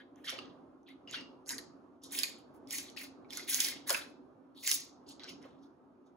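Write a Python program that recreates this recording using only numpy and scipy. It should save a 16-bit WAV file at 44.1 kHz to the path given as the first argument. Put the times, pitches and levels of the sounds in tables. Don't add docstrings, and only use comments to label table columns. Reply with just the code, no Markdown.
import sys
import numpy as np
from scipy import signal
from scipy.fft import rfft, irfft, next_fast_len
from scipy.io import wavfile
from scipy.ndimage import uniform_filter1d

SR = 44100
rng = np.random.default_rng(int(sys.argv[2]) if len(sys.argv) > 2 else 0)


def store_pcm(level_fs):
    pcm = np.round(np.clip(level_fs, -1, 1) * 32767).astype(np.int16)
    wavfile.write(sys.argv[1], SR, np.atleast_2d(pcm).T)


def undo_db(level):
    steps = np.asarray(level, float) / 20
    return 10 ** steps


N = 271656


def unit(x):
    return x / np.sqrt(np.mean(x ** 2) + 1e-20)


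def along(points, hz):
    f, value = np.transpose(points)
    return np.interp(np.log(hz + 1), np.log(f + 1), value)


def filtered(x, response):
    size = next_fast_len(x.shape[-1] + 8192)
    spectrum = rfft(x, size) * response(np.fft.rfftfreq(size, 1 / SR))
    return irfft(spectrum, size)[..., :x.shape[-1]]


def blended(pair, alike):
    def weights(hz):
        turn = np.arccos(np.clip(along(alike, hz), -1, 1)) / 2
        return np.array([np.cos(turn), np.sin(turn)])
    mid, side = filtered(pair, weights)
    return np.array([mid + side, mid - side])


def grains(count, centre_hz, spread, cycles, scatter_db, size=128):
    draw, t = rng.random((count, 4)), np.arange(size) / SR
    start = (draw[:, :1] * N).astype(int)
    hz = centre_hz[start] * np.exp(spread * rng.standard_normal((count, 1)))
    hz = np.clip(hz, 300, SR / 2.6)
    level = undo_db(-scatter_db * np.log(draw[:, 1:2] + .01))
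    age = t * hz / (cycles * (.5 + draw[:, 2:3]))
    wave = level * np.sin(2 * np.pi * hz * t) * age * np.exp(-age)
    places = start + np.arange(size)
    return unit(np.bincount(places.ravel(), wave.ravel(), N + size)[:N])


# start t/s, build-up t/s, hold t/s, release t/s, crunch level/dB at full strain
BREAK_TIMES = [(0.0, 0.00067, .005, 0.04, -73), (0.137, 0.028, .075, 0.038, -87.5),
               (0.239, 0.0074, .035, 0.027, -62), (0.265, 0.017, .004, 0.23, -51.5),
               (0.861, 0.025, .003, 0.077, -77.5), (1.073, 0.064, .003, 0.11, -49),
               (1.454, 0.028, 0.038, 0.14, -45), (2.017, 0.022, .003, 0.077, -57),
               (2.097, 0.031, .07, 0.2, -46), (2.375, .008, .004, 0.063, -71.5),
               (2.527, 0.014, .03, .04, -85.5), (2.671, .06, .004, 0.22, -41),
               (2.961, 0.0041, .085, 0.05, -61), (3.287, 0.021, .09, .14, -53),
               (3.462, 0.025, 0.18, 0.17, -47.5), (3.859, 0.017, 0.057, .17, -44),
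               (4.548, 0.12, .003, 0.054, -48), (4.626, 0.064, .004, 0.22, -37.5),
               (5.063, 0.03, .003, 0.065, -53), (5.193, 0.0044, 0.092, .06, -62.5),
               (5.261, 0.025, 0.0044, 0.077, -61), (5.403, .016, .004, 0.19, -76),
               (5.588, 0.045, .003, 0.067, -76.5), (6.046, 0.023, .002, 0.035, -88)]
# hollow body f/Hz, leg walls f/Hz, plates f/Hz,
# hollowness level/dB, brittleness level/dB
SHELL_PIECES = [(1860, 3500, 2400, 12, -7), (1750, 3000, 2700, 7.5, 3), (1900, 3600, 5200, 4.5, 2),
                (1900, 3400, 4600, -0.5, -7), (2400, 3600, 13000, 14, 5.5), (2250, 5000, 4100, 0, -8.5),
                (1930, 7300, 7500, -12.5, -9), (4000, 5400, 7400, 0, -0.5), (2270, 3800, 8100, -5.5, 2.5),
                (2340, 3500, 26000, -16, 2), (2300, 5800, 9000, -5.5, 7.5), (2400, 4200, 7300, -9.5, 2),
                (2315, 4500, 4000, 3.5, 6), (2230, 4500, 4900, -7.5, -4), (2240, 3600, 5000, -2.5, 9),
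                (1800, 3900, 9900, -5.5, 3), (3900, 4200, 11000, -0.5, 10), (2400, 4200, 6200, -16, 3.5),
                (3900, 4600, 7400, -2, -9.5), (2090, 5100, 4000, -4.5, -27), (2800, 5600, 4700, 3.5, 4.5),
                (2000, 3600, 6700, 5, -16), (4400, 5200, 5000, 0, -4.5), (4370, 6200, 8600, 7, -21)]
STRAIN_FOLLOWING = (1.05, 0.83, 1.3, 1.69)


def crunch():
    build_db, release_db, release_bend = 27, 32, 1.337
    wall_db = -1
    clump_db, clumps_per_s = 4, 120
    t, levels, pitch = np.arange(N) / SR, np.zeros((4, N)), np.zeros((3, N))
    for timing, (*piece_hz, hollow_db, brittle_db) in zip(BREAK_TIMES, SHELL_PIECES):
        s, build_s, hold_s, release_s, db = timing
        end_s = s + build_s + hold_s + 2 * release_s
        span = slice(round(s * SR), round(end_s * SR))
        age = t[span] - s
        to_build = np.clip(1 - age / build_s, 0, 1)
        released = np.clip((age - build_s - hold_s) / release_s, 0, 2)
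        strain_db = -build_db * to_build - release_db * released ** release_bend
        full_db = db + np.array([hollow_db, hollow_db + wall_db, 0, brittle_db])
        levels[:, span] += undo_db(full_db[:, None] + np.outer(STRAIN_FOLLOWING, strain_db))
        pitch[:, span.start:] = np.array(piece_hz)[:, None]
    body = grains(7000, pitch[0], spread=.15, cycles=2.4, scatter_db=2.2, size=224)
    walls = grains(10000, pitch[1], spread=.13, cycles=3, scatter_db=2.2, size=160)
    plates = grains(18000, pitch[2], spread=.19, cycles=2.1, scatter_db=2.5, size=80)
    splinters = grains(24000, np.full(N, 11500.), spread=0.38, cycles=1.6, scatter_db=-4.4, size=40)
    knots = np.arange(0, N, SR // clumps_per_s)
    clumps = rng.standard_normal((4, len(knots)))
    levels *= undo_db([np.interp(np.arange(N), knots, clump_db * row) for row in clumps])
    return undo_db(-1) * (levels * [body, walls, plates, splinters]).sum(0)


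def cracks_and_rings(rows):
    crack_s, after_s, after_db = 0.0021, 0.032, -13.5
    out, t = np.zeros((2, N + 1024)), np.arange(1024) / SR
    bright = signal.butter(3, (2800, 13000), 'band', fs=SR)
    crack_fade = undo_db(-60 * t / crack_s) + undo_db(after_db - 60 * t / after_s)
    crack_fade *= 1 - np.exp(-t / 0.0004)
    for s, db, hz, crack_db, pan_db in rows:
        crack = signal.lfilter(*bright, rng.standard_normal(len(t))) * crack_fade
        ring_s = .002 + .018 * (2200 / hz) ** 2
        decay = undo_db(-60 * t / ring_s) * (1 - np.exp(-t / 0.00011))
        overtone_hz = hz * (1.65 + .2 * rng.standard_normal())
        overtone = .5 * decay * np.sin(2 * np.pi * overtone_hz * t)
        ring = decay * (np.sin(2 * np.pi * hz * t) + overtone)
        share = 1 / (1 + undo_db(-crack_db + 8.5))
        hollow = 1.66 * (1 - .5 * share) * ring * undo_db([[pan_db / 2], [-pan_db / 2]])
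        sharp = 1.68 * share * crack / np.abs(crack).max()
        out[:, round(s * SR):][:, :len(t)] += undo_db(db - 6.5) * (sharp + hollow)
    return out[:, :N]


# t/s, peak level/dB, shell ring f/Hz, crack over ring level/dB
SHARP_SNAPS = [(0.244, -46, 1800, 15), (0.2952, -26, 5540, 3.5), (0.3004, -27.5, 3450, 37),
               (1.112, -33, 6890, -1.5), (1.4613, -47.5, 4660, 7.5), (1.492, -20, 6850, 20),
               (1.507, -24.5, 5070, 18.5), (1.582, -28, 4630, 20), (2.046, -56, 3650, 1.5),
               (2.1095, -44, 5440, 15.5), (2.1887, -17, 5040, 24), (2.1987, -25, 5130, 10.5),
               (2.2335, -13.5, 4460, 12.5), (2.7081, -24, 5450, 33.5), (2.7294, -29, 7060, 5.5),
               (2.7539, -30, 6600, 27), (2.7837, -24, 6000, 33), (2.9006, -40, 5950, 5),
               (3.3059, -36, 3470, 11), (3.332, -31.5, 5250, 5), (3.649, -17.5, 5530, 9),
               (3.3727, -22.5, 6450, 18.5), (3.545, -11.5, 6740, 10), (3.6033, -12.5, 6300, 14.5),
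               (3.6057, -13.5, 5000, 21.5), (3.6457, -18.5, 5040, 10.5), (3.895, -16, 7400, 16.5),
               (3.9038, -13.5, 4920, 23.5), (4.676, -14.5, 7200, 13), (4.714, -10.5, 5700, 15.5)]


def snaps():
    return cracks_and_rings([(*row, -17.5) for row in SHARP_SNAPS])


# t/s, peak level/dB, shell ring f/Hz, left over right level/dB
DULL_POPS = [(0.1595, -54, 6230, -11), (0.3235, -39, 2600, 3), (0.3883, -32.5, 2810, -12),
             (2.9746, -32.5, 2590, 13), (0.391, -33, 4730, -3), (0.832, -62, 6100, -4),
             (0.905, -54, 2140, 14), (1.075, -43, 2790, 4), (1.096, -43, 2800, 3),
             (1.144, -30.5, 3260, 13.5), (1.21, -37, 4740, 5.5), (1.5868, -42, 1900, 2),
             (2.2361, -26.5, 2445, 4), (2.674, -44.5, 5300, -13), (2.9712, -29.5, 4800, 8),
             (3.2467, -57, 2310, 1), (3.3958, -37, 2060, -4.5), (3.579, -31, 5600, -11),
             (3.7219, -36, 2090, 6.5), (3.939, -36.5, 2480, 2.5), (3.9461, -20.5, 2580, -10),
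             (3.9495, -25, 2500, -11.5), (4.5775, -46.5, 4000, -2.5), (5.089, -44, 5530, -22),
             (5.196, -42.5, 3900, -16), (5.205, -64, 3920, -10), (5.2355, -33, 4070, -9),
             (5.2425, -37, 5450, 16), (5.29, -59, 2850, -4), (5.4277, -46, 5400, -5)]


def pops():
    return cracks_and_rings([(s, db, hz, -14, pan_db) for s, db, hz, pan_db in DULL_POPS])


# t/s, peak level/dB, f/Hz, t60 t/s
KNOCKS_AND_RINGS = [(.325, -44, 501, 0.17), (0.388, -41.5, 1220, 0.017), (1.14, -38, 1386, 0.024),
                    (1.504, -50.5, 998, 0.056), (2.232, -52.5, 1080, 0.011), (3.646, -44.5, 810, 0.02),
                    (3.897, -35.5, 974, 0.039), (3.904, -34, 617, 0.056), (3.905, -30.5, 526, 0.1),
                    (3.905, -36.5, 1384, 0.031), (3.945, -28, 1605, 0.015), (3.947, -37, 970, 0.013),
                    (5.241, -57, 1518, 0.11), (5.452, -45.5, 524, 0.069), (3.372, -50, 1440, 0.1),
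                    (1.075, -48.5, 2866, 0.1), (1.076, -57.5, 4980, 0.044), (1.094, -57, 2770, 0.056),
                    (1.094, -51.5, 6630, 0.051), (1.16, -43, 2820, 0.21), (1.211, -49.5, 5160, 0.015)]


def knocks():
    out, t = np.zeros(N + 8192), np.arange(8192) / SR
    for s, db, hz, t60 in KNOCKS_AND_RINGS:
        wander = np.cumsum(rng.normal(0, .09, len(t)))
        ring = np.sin(2 * np.pi * hz * t + wander) * (1 - np.exp(-t / 0.0014))
        out[round(s * SR):][:len(t)] += undo_db(db + 2.0 - 60 * t / t60) * ring
    return out[:N]


def table(x):
    delay_s, size = rng.uniform(.0005, .009, (2, 10, 1)), rng.normal(0, .3, (2, 10, 1))

    def echoes(hz):
        together = (size * np.exp(-2j * np.pi * hz * delay_s)).sum(1)
        return together / (1 + (hz / 5200) ** 6)
    return filtered(x, echoes)


# f/Hz, t60 t/s
ROOM_DECAY = [(500, 0.5), (2000, 0.31), (5000, 0.35), (7000, 0.3), (10000, 0.16), (16000, 0.093)]
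# f/Hz, likeness [-1 to 1]
ROOM_LIKENESS = [(1000, .1), (4500, 0), (7500, .9), (16000, .9)]


def room(x):
    out, hop = np.zeros((2, N + SR)), SR // 10
    for start in range(0, N, hop):
        hz, t, z = signal.stft(rng.standard_normal((2, SR // 2)), SR, nperseg=256)
        fade = undo_db(-60 * t / along(ROOM_DECAY, hz)[:, None])
        tail = signal.istft(z * fade, SR, nperseg=256)[1]
        tail = tail / np.linalg.norm(tail[0])
        wet = signal.fftconvolve(x[None, start:start + hop], tail, axes=1)
        out[:, start + 130:][:, :wet.shape[1]] += wet
    return blended(out[:, :N], ROOM_LIKENESS)


# f/Hz, level/dB
MIC_TONE = [(120, -49), (400, -7), (1200, 6.5), (1800, 1), (6000, 0), (12000, 1), (15700, 3), (16300, -39),
            (17000, -51.5)]


def microphone(near):
    return filtered(near, lambda hz: undo_db(along(MIC_TONE, hz)))


# t/s, level/dB
HUM_LEVEL = [(0.0, -58.5), (0.31, -57.5), (0.38, -50), (0.86, -60.5), (1.22, -52), (1.47, -57), (1.54, -51),
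             (1.66, -54), (1.95, -57.5), (2.01, -62.5), (2.07, -54.5), (3.98, -53.5), (4.58, -60),
             (5.35, -53), (5.82, -60), (6.16, -60)]
# f/Hz, level/dB per Hz
DUCT_TONE = [(18, -63), (30, -40), (60, -21.5), (141, -14), (215, -12), (275, 2.5), (328, -9), (364, -4),
             (437, -13), (500, -12), (1280, -20), (1960, -38.5), (11500, -58.5), (12500, -70)]
# f/Hz, likeness [-1 to 1]
DUCT_LIKENESS = [(60, .9), (300, .7), (700, .4), (3000, .1), (8000, .85)]


def hum():
    z = signal.stft(rng.standard_normal((2, N)), nperseg=2048)[2]
    patches = uniform_filter1d(rng.standard_normal(z.shape[1:]), size=5, axis=0)
    patches = uniform_filter1d(patches, size=3, axis=1)
    air = signal.istft(z * undo_db(1.8 * unit(patches)), nperseg=2048)[1][:, :N]
    air = filtered(air, lambda hz: undo_db(along(DUCT_TONE, hz)))
    air = unit(blended(air, DUCT_LIKENESS))
    s, db = np.transpose(HUM_LEVEL)
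    level = undo_db(np.interp(np.arange(N) / SR, s, db) - 1.0)
    return level * air * undo_db([[-.9], [.9]])


def scene():
    shells = crunch() + snaps() + pops() + knocks()
    source = shells.mean(0)
    near = shells + undo_db(-2) * table(source) + undo_db(-7) * room(source)
    return microphone(near) + hum()


# f/Hz, phase [radians]
TREBLE_PHASE = [(0, 0), (2500, .7), (5200, 1.8), (6400, 0), (7900, -2.85), (8750, -3.2), (10300, -6.1),
                (11400, -6.4), (12700, -9), (13600, -9.5), (15100, -12.4), (16500, -12.8)]


def phase_treble(x):
    def shift(hz):
        lead = np.interp(hz, *np.transpose(TREBLE_PHASE))
        return np.exp(.5j * np.array([lead, -lead]))
    return filtered(x, shift)


# f/Hz, level/dB
TREBLE_GATES = [(6500, -56), (8600, -36), (10500, -43), (12500, -30.5), (16000, -21.5)]


def drop_weak_treble(x):
    hz, _, z = signal.stft([x[0] + x[1], x[0] - x[1]], SR, nperseg=1024)
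    whole = np.sqrt((np.abs(z[:, hz > 2000]) ** 2).sum((0, 1)))
    masker = np.maximum(whole, 0.7 * np.roll(whole, 1))
    width_hz = 690
    for low_hz in np.arange(6200, 17000, width_hz):
        band = (hz >= low_hz) & (hz < low_hz + width_hz)
        strength = np.sqrt((np.abs(z[:, band]) ** 2).sum(1, keepdims=True))
        gate_db = along(TREBLE_GATES, low_hz) + 3 * rng.standard_normal((2, 1, len(masker)))
        z[:, band] *= strength > masker * undo_db(gate_db)
    mid, side = signal.istft(z, SR, nperseg=1024)[1][:, :N] / 2
    return np.array([mid + side, mid - side])


def low_pass(x):
    return signal.sosfilt(signal.butter(12, 16810, fs=SR, output="sos"), x)


def record(dry):
    mix = drop_weak_treble(phase_treble(dry))
    return low_pass(mix)


dry = scene()
out = record(dry)
store_pcm(out)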